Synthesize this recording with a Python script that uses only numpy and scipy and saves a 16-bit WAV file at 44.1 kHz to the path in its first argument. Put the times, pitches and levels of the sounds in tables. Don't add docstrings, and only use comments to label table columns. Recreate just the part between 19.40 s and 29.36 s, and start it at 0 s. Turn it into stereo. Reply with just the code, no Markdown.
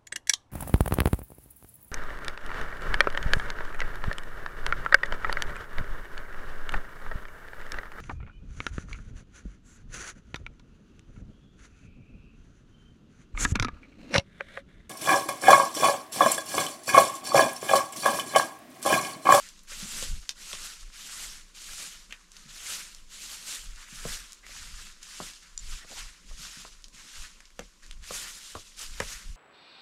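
import sys
import numpy as np
from scipy import signal
from scipy.fft import rfft, irfft, next_fast_len
from scipy.io import wavfile
from scipy.ndimage import uniform_filter1d, map_coordinates

SR = 44100
rng = np.random.default_rng(int(sys.argv[2]) if len(sys.argv) > 2 else 0)


def field_ratio(decibels):
    return 10 ** (np.asarray(decibels, dtype=float) / 20)


def transcribe(signal):
    frames = np.atleast_2d(signal).T
    limited = np.clip(frames, -1, 1)
    pcm = np.round(limited * 32767).astype(np.int16)
    wavfile.write(sys.argv[1], SR, pcm)


N = 439236

# touch-down in seconds, drag length in seconds, hiss in dB at the start,
# hiss in dB at the lift, deep scrape in dB over the hiss.
BROOM_STROKES = [(-0.2, 0.21, -55, -45.5, -9), (0.27, 0.36, -44.5, -38.5, -8), (0.949, .17, -49.5, -44, -9),
                 (1.08, 0.18, -50.5, -41, -8), (1.515, 0.33, -48, -40.5, -7),
                 (2.138, 0.33, -47.5, -42.5, -8.5), (2.69, 0.039, -46, -57.5, 2),
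                 (2.9, 0.09, -59.5, -53, -4), (3.075, .26, -51, -37, -7.5), (3.688, 0.24, -49, -42, -9.5),
                 (3.96, 0.16, -52.5, -38, -8), (4.34, 0.09, -54, -53, 2), (4.47, 0.26, -52, -40, -5.5),
                 (5.048, 0.4, -47.5, -48, -5.5), (5.609, 0.25, -48, -44, -8), (6.02, 0.033, -45, -57, -3),
                 (6.18, 0.16, -50.5, -45, -7), (6.46, 0.13, -47.5, -43.5, -4.5),
                 (6.85, 0.18, -54.5, -50.5, -8), (6.96, .27, -45, -48, -7.5), (7.52, 0.31, -52, -46, -6.5),
                 (8.14, 0.1, -65, -57, -5.5), (8.42, 0.043, -49, -57, -3), (8.613, 0.14, -53, -35.5, -8),
                 (8.85, 0.31, -45.5, -49, -10), (9.24, 0.071, -47, -56, -12.5),
                 (9.359, 0.058, -48, -40.5, -8.5), (9.5, 0.23, -50, -42, -5)]
# frequency in Hz, level in dB.
HISS_SPECTRUM = [(880, -31.5), (1500, -27.5), (1800, -39), (1930, -20.5), (2470, -9.5), (2950, -4.5),
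                 (4670, -4), (6830, -4.5), (10000, -13), (13000, -34), (22000, -120)]
# frequency in Hz, level in dB.
SCRAPE_SPECTRUM = [(210, -58), (350, -35), (384, -23.5), (618, -20), (841, -13), (1380, 0), (2200, -1),
                   (2860, -4), (4840, -120)]
# frequency in Hz, level in dB.
SPARKLE_SPECTRUM = [(4710, -21.5), (8000, -7), (9860, -11.5), (13300, -16), (14500, -37), (15600, -29)]
# time in seconds, level in dB over the hiss.
SPARKLE_LEVEL = [(0, -3), (2.4, -2), (3.3, -2.5), (4.8, -1.5), (5.2, -4.5), (6.6, -5.5), (8.4, -7),
                 (8.8, -2.5), (9.96, -3.5)]
# time in seconds, left over right in dB.
BROOM_PLACE = [(0, -0.5), (3, -1), (6.2, 0.5), (6.8, -1), (8.3, 2), (8.8, 2), (9.96, 0.5)]
# frequency in Hz, level in dB.
RUMBLE_SPECTRUM = [(8.8, -23), (15, 15), (40, 6), (52, -19), (81, -43.5), (110, -40), (140, -66),
                   (240, -120)]
# frequency in Hz, level in dB.
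GUST_SPECTRUM = [(30, -42), (55, 5), (90, -15), (140, -10), (300, -33.5), (600, -120)]
# time of the peak in seconds, rumble in dB, time from the peak to 1/e power in seconds.
WIND_PUFFS = [(0.498, -41.5, 0.11), (0.73, -34.5, 0.048), (1.16, -50, 0.12), (1.464, -44, 0.087),
              (1.86, -44.5, 0.096), (2.305, -48, 0.074), (3.03, -53.5, 0.11), (4.32, -46.5, 0.09),
              (4.704, -43, 0.081), (5.316, -46, 0.13), (6.296, -41, 0.094), (6.633, -40.5, 0.067),
              (6.993, -41.5, .08), (7.805, -42, .04), (8.21, -55, 0.1), (8.6, -42, 0.09),
              (9.21, -51, 0.032), (9.585, -43, 0.093), (9.76, -40, 0.035), (9.902, -40, 0.038)]
# frequency in Hz, level in dB.
GROUND_SPECTRUM = [(59, -44), (100, -35), (151, -4.5), (177, 2), (270, -6.5), (450, -17), (580, -12),
                   (990, -120)]
# frequency in Hz, level in dB.
MURMUR_SPECTRUM = [(180, -31), (300, 5.5), (828, -7), (1040, 6), (1470, -4), (6950, 1), (11900, -8),
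                   (15000, -22)]
# first touch in seconds, level in dB, pitch in Hz, loose crumbs in dB.
PEBBLE_SNAPS = [(0.0878, -24, 6300, -17), (0.191, -33, 6000, -18), (0.233, -37, 9500, -14),
                (0.6252, -15, 5530, -22), (0.8912, -8, 4700, -15.5), (1.1292, -17.5, 3120, -17),
                (1.1344, -26, 4470, -22), (1.15, -26, 3490, -9), (2.7066, -36, 2720, 0),
                (2.7233, -25, 2700, -5), (2.917, -30, 6360, -17), (2.9656, -28.5, 5040, -10),
                (3.547, -24.5, 6250, -19), (4.3585, -34, 5080, -10), (4.9206, -23.5, 6560, -26),
                (4.9304, -22, 7000, -30), (5.0647, -30.5, 2160, -17), (5.628, -34, 6290, 0.5),
                (5.934, -29, 4930, -16), (7.421, -38, 7000, -20), (7.441, -27, 5200, -11),
                (7.4819, -32, 6130, -16), (8.003, -36, 1800, -12), (8.053, -38, 4500, -8),
                (8.103, -43.5, 2037, -14), (8.1911, -25.5, 1560, -24), (8.463, -31, 6000, -22),
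                (8.5099, -25, 3100, -19), (8.6393, -33, 2500, -21), (9.39, -21.5, 6460, -9),
                (9.6002, -17.5, 1670, -6.5)]
# first touch in seconds, level in dB,
# then the low, high and crack modes in dB over the middle one.
CLOD_THUDS = [(0.317, -48, -22, -5, 13), (0.623, -35.5, -5.5, -8, 3), (1.132, -41.5, -13, 1, -3),
              (4.651, -29.5, -2.5, -10, -8), (5.091, -50, -26, 2, 5), (5.8, -30, -6.5, 1, -13),
              (6.443, -48, -8, 1, -4), (6.91, -51, -19, 1, -3), (7.248, -42.5, -28, 5, 2),
              (8.191, -34, -8.5, -4, 7), (8.706, -34, -7.5, 2.5, -1), (9.15, -29.5, -15, -3, -4),
              (9.601, -25, -12, 1.5, 7.5)]
# mode in Hz, length in cycles, t60 of the crumbs in seconds.
BUNDLE_MODES = [(192, 1.8, 0.088), (520, 1.47, 0.05), (1184, 2.7, 0.035), (2300, 0.86, 0.02)]
# start in seconds, level in dB.
SOFT_BUMPS = [(0.425, -39.5), (3.055, -47.5), (4.524, -44.5), (6.99, -48), (7.17, -45), (7.54, -52)]
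# first touch in seconds, level in dB.
HARD_PEBBLE = [(6.1757, -19.5)]
# frequency in Hz, level in dB, t60 in seconds.
PEBBLE_MODES = [(5850, -7, 0.017), (7180, 4.5, 0.0074)]
# start in seconds, level in dB, pitch in Hz, length in seconds.
STRAW_SQUEAKS = [(5.025, -48.5, 2020, 0.043), (6.399, -47.5, 1880, 0.052), (6.498, -46, 613, 0.049),
                 (6.547, -48, 1068, 0.061), (8.797, -44.5, 1805, 0.12)]
# frequency in Hz, t60 in seconds.
WALL_DECAY = [(200, 0.19), (2000, 0.064), (10000, 0.068)]
# frequency in Hz, correlation from 0 to 1.
PAIR_LIKENESS = [(40, 0.85), (300, 0.63), (2000, 0.75), (8000, 0.85), (13000, 0.48)]
# frequency in Hz, left over right in dB.
PAIR_BALANCE = [(40, -4.5), (200, -2), (1500, 0), (5000, 1), (12000, 5)]
# frequency in Hz, level in dB.
TREBLE_SHELF = [(7500, -1), (8100, -4.5), (9800, -2.5), (10300, -4)]


def unit(x):
    return x / np.sqrt(np.mean(x ** 2) + 1e-20)


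def along(points, hz):
    f, v = np.transpose(points)
    return np.interp(np.log(hz + 1), np.log(f + 1), v)


def curves(rows):
    s, *cols = np.transpose(rows)
    return [np.interp(np.arange(N) / SR, s, c) for c in cols]


def wobble(rate):
    knots = rng.standard_normal(int(N * rate / SR) + 4)
    return map_coordinates(knots, [np.arange(N) * rate / SR])


def filtered(x, response):
    m = next_fast_len(N + 8192)
    return irfft(rfft(x, m) * response(np.fft.rfftfreq(m, 1 / SR)), m)[..., :N]


def sides(pan_db):
    return field_ratio(np.array([pan_db / 2, -pan_db / 2]))


def spread(pair, spectrum):
    def mid_side(hz):
        turn = np.arccos(np.clip(along(PAIR_LIKENESS, hz), -1, 1)) / 2
        return field_ratio(along(spectrum, hz)) * [np.cos(turn), np.sin(turn)]
    mid, side = filtered(pair, mid_side)
    return unit(np.array([mid + side, mid - side]))


def grit(spiky_db, patchy_db):
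    sizes = field_ratio(spiky_db * np.minimum(rng.exponential(size=N), 6))
    z = signal.stft(sizes * rng.standard_normal((2, N)), nperseg=256)[2]
    patches = uniform_filter1d(rng.standard_normal(z.shape[1:]), size=5, axis=0)
    patches = uniform_filter1d(patches, size=9, axis=1)
    return signal.istft(z * field_ratio(patchy_db * unit(patches)), nperseg=256)[1][:, :N]


def blip(hz, cycles):
    u = np.arange(round(3 * cycles * SR / hz)) * hz / SR / cycles
    hump = (np.e * 2 * u * np.exp(-2 * u)) ** 2
    return np.sin(2 * np.pi * cycles * u) * hump


def strokes():
    s, drag, first_db, last_db, scrape_db = np.transpose(BROOM_STROKES)[:, :, None]
    clock = np.arange(0, N + 64, 64) / SR
    t = np.maximum(clock - s, 0)
    after_lift = np.maximum(t - drag, 0)
    landing = 1 - np.exp(-(t / 0.024) ** 0.82)
    press = field_ratio(first_db + (last_db - first_db) * np.minimum(t / drag, 1))
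    fade = field_ratio(-100 * after_lift) + field_ratio(-19.5 - 24 * after_lift)
    power = (landing * press * fade) ** 2
    total = power.sum(axis=0) + 1e-9
    share_db = (power * scrape_db).sum(axis=0) / total
    return curves(np.transpose([clock, 10 * np.log10(total), share_db]))


def ticks(per_s, spiky_db):
    flicks = (rng.random((4, N)) < per_s / SR) * field_ratio(spiky_db * rng.standard_normal((4, N)))
    pitches_hz = [1510, 2620, 4360, 6800]
    return unit(sum(signal.fftconvolve(f, blip(hz, cycles=1.3))[:N] for f, hz in zip(flicks, pitches_hz)))


def broom(hiss_db, press_db):
    sparkle_db, = curves(SPARKLE_LEVEL)
    effort_db = hiss_db + 45
    sway = sides(curves(BROOM_PLACE)[0] + 0.6 * wobble(3))
    catch_db = 0.96 * wobble(14) + 0.97 * wobble(36) + 0.49 * wobble(70)
    hiss = spread(grit(spiky_db=2.5, patchy_db=1.5), HISS_SPECTRUM)
    scrape = spread(grit(spiky_db=3.0, patchy_db=2.5), SCRAPE_SPECTRUM)
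    scrape = scrape * field_ratio(press_db - 0.01 * effort_db + 0.33 * wobble(25))
    sparkle = spread(grit(spiky_db=3.0, patchy_db=2.0), SPARKLE_SPECTRUM)
    sparkle = sparkle * field_ratio(sparkle_db + 0.36 * effort_db)
    flicks = field_ratio(-16.5 - 0.37 * effort_db) * ticks(per_s=71, spiky_db=5)
    return field_ratio(hiss_db + catch_db) * sway * (hiss + scrape + sparkle + flicks)


def wind_strength():
    s, db, length = np.transpose(WIND_PUFFS)[:, :, None]
    clock = np.arange(0, N + 64, 64) / SR
    puffs = field_ratio(2 * db) * np.exp(-((clock - s) / length) ** 2)
    power = field_ratio(2 * -55.5) + puffs.sum(axis=0)
    return curves(np.transpose([clock, 10 * np.log10(power)]))[0] + 3 * wobble(9)


def wind():
    wind_db = wind_strength()
    rumble = field_ratio(wind_db) * spread(rng.standard_normal((2, N)), RUMBLE_SPECTRUM)
    gust_db = -63.5 + 1.6 * (wind_db + 46.5)
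    return rumble + field_ratio(gust_db) * spread(rng.standard_normal((2, N)), GUST_SPECTRUM)


def ground(hiss_db):
    level_db = -68 + 0.17 * (hiss_db + 49.5) + 3.15 * wobble(14)
    return field_ratio(level_db) * spread(rng.standard_normal((2, N)), GROUND_SPECTRUM)


def murmur():
    return field_ratio(-63.5) * spread(rng.standard_normal((2, N)), MURMUR_SPECTRUM)


def crumble(hz, cycles, t60, loose_db):
    t = np.arange(SR // 12) / SR
    contacts = field_ratio(loose_db - 60 * t / t60) * rng.standard_normal(len(t)) * np.sqrt(hz / SR)
    contacts[0] = 1
    return signal.fftconvolve(contacts, blip(hz, cycles))[:len(t)]


def add(out, s, blow, pan_db, wall_db):
    hz, t, z = signal.stft(rng.standard_normal((3, SR // 5)), SR, nperseg=128)
    decay = field_ratio(-60 * t / along(WALL_DECAY, hz)[:, None])
    shared, *own = signal.istft(z * decay, SR, nperseg=128)[1]
    tail = (shared + 0.54 * np.array(own)) / np.linalg.norm(shared)
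    delayed = np.pad(blow, (round(0.012 * SR), 0))
    echo = signal.fftconvolve(delayed[None], tail, axes=1)
    at = round(s * SR)
    out[:, at:at + len(blow)] += sides(pan_db)[:, None] * blow
    out[:, at:at + echo.shape[1]] += field_ratio(wall_db) * echo


LEAD_S = 0.0014


def snaps():
    out = np.zeros((2, N + SR))
    for s, db, hz, loose_db in PEBBLE_SNAPS:
        edge_db = -19 - 8 * np.log2(hz / 3000)
        edge = field_ratio(edge_db) * crumble(6700, cycles=1.0, t60=0.015, loose_db=9)
        snap = crumble(hz, cycles=1.0, t60=0.042, loose_db=loose_db) + edge
        add(out, s + LEAD_S, field_ratio(db) * snap, pan_db=-0.8, wall_db=-10)
    return out[:, :N]


def thuds():
    out = np.zeros((2, N + SR))
    for s, db, low_db, high_db, crack_db in CLOD_THUDS:
        thud = field_ratio(-17) * crumble(86, cycles=1.4, t60=0.14, loose_db=-0.5)
        for level, (hz, cycles, t60) in zip(field_ratio([low_db, 0, high_db, crack_db]), BUNDLE_MODES):
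            thud += level * rng.choice([-1, 1]) * crumble(hz, cycles, t60, loose_db=-1.5)
        add(out, s + LEAD_S, field_ratio(db) * thud, pan_db=-0.6, wall_db=-12.5)
    return out[:, :N]


def bumps():
    out = np.zeros((2, N + SR))
    for s, db in SOFT_BUMPS:
        bump = crumble(180, cycles=1.7, t60=0.2, loose_db=-3)
        add(out, s, field_ratio(db) * bump, pan_db=-0.6, wall_db=-10.5)
    return out[:, :N]


def squeaks():
    out = np.zeros(N)
    for s, db, hz, length in STRAW_SQUEAKS:
        u = np.arange(round(length * SR)) / (length * SR)
        drift = np.cumsum(rng.normal(0, 0.22, len(u)))
        tone = np.sin(2 * np.pi * hz * length * u + drift)
        out[round(s * SR):][:len(u)] += field_ratio(db) * np.sin(np.pi * u) * tone
    return out


def ring(hz, t60, t):
    return field_ratio(-60 * t / t60) * np.sin(2 * np.pi * hz * t)


def tink():
    out, t = np.zeros((2, N + SR)), np.arange(SR // 12) / SR
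    for s, db in HARD_PEBBLE:
        tone = sum(field_ratio(level_db) * ring(hz, t60, t) for hz, level_db, t60 in PEBBLE_MODES)
        tone = tone * (1 - np.exp(-t / 0.00041))
        contact = 0.73 * crumble(4700, cycles=1.16, t60=0.0088, loose_db=-12)
        add(out, s + LEAD_S, field_ratio(db) * (tone + contact), pan_db=1.8, wall_db=-8)
    return out[:, :N]


def scene():
    hiss_db, press_db = strokes()
    air = wind() + ground(hiss_db) + murmur()
    blows = snaps() + thuds() + bumps() + tink()
    return broom(hiss_db, press_db) + air + blows + squeaks()


def low_pass(x):
    return signal.sosfilt(signal.butter(12, 15700, fs=SR, output="sos"), x)


def record(dry):
    def microphones(hz):
        return sides(along(PAIR_BALANCE, hz)) * field_ratio(along(TREBLE_SHELF, hz)) * (hz < 15720)
    return low_pass(filtered(dry, microphones))


dry = scene()
out = record(dry)
transcribe(out)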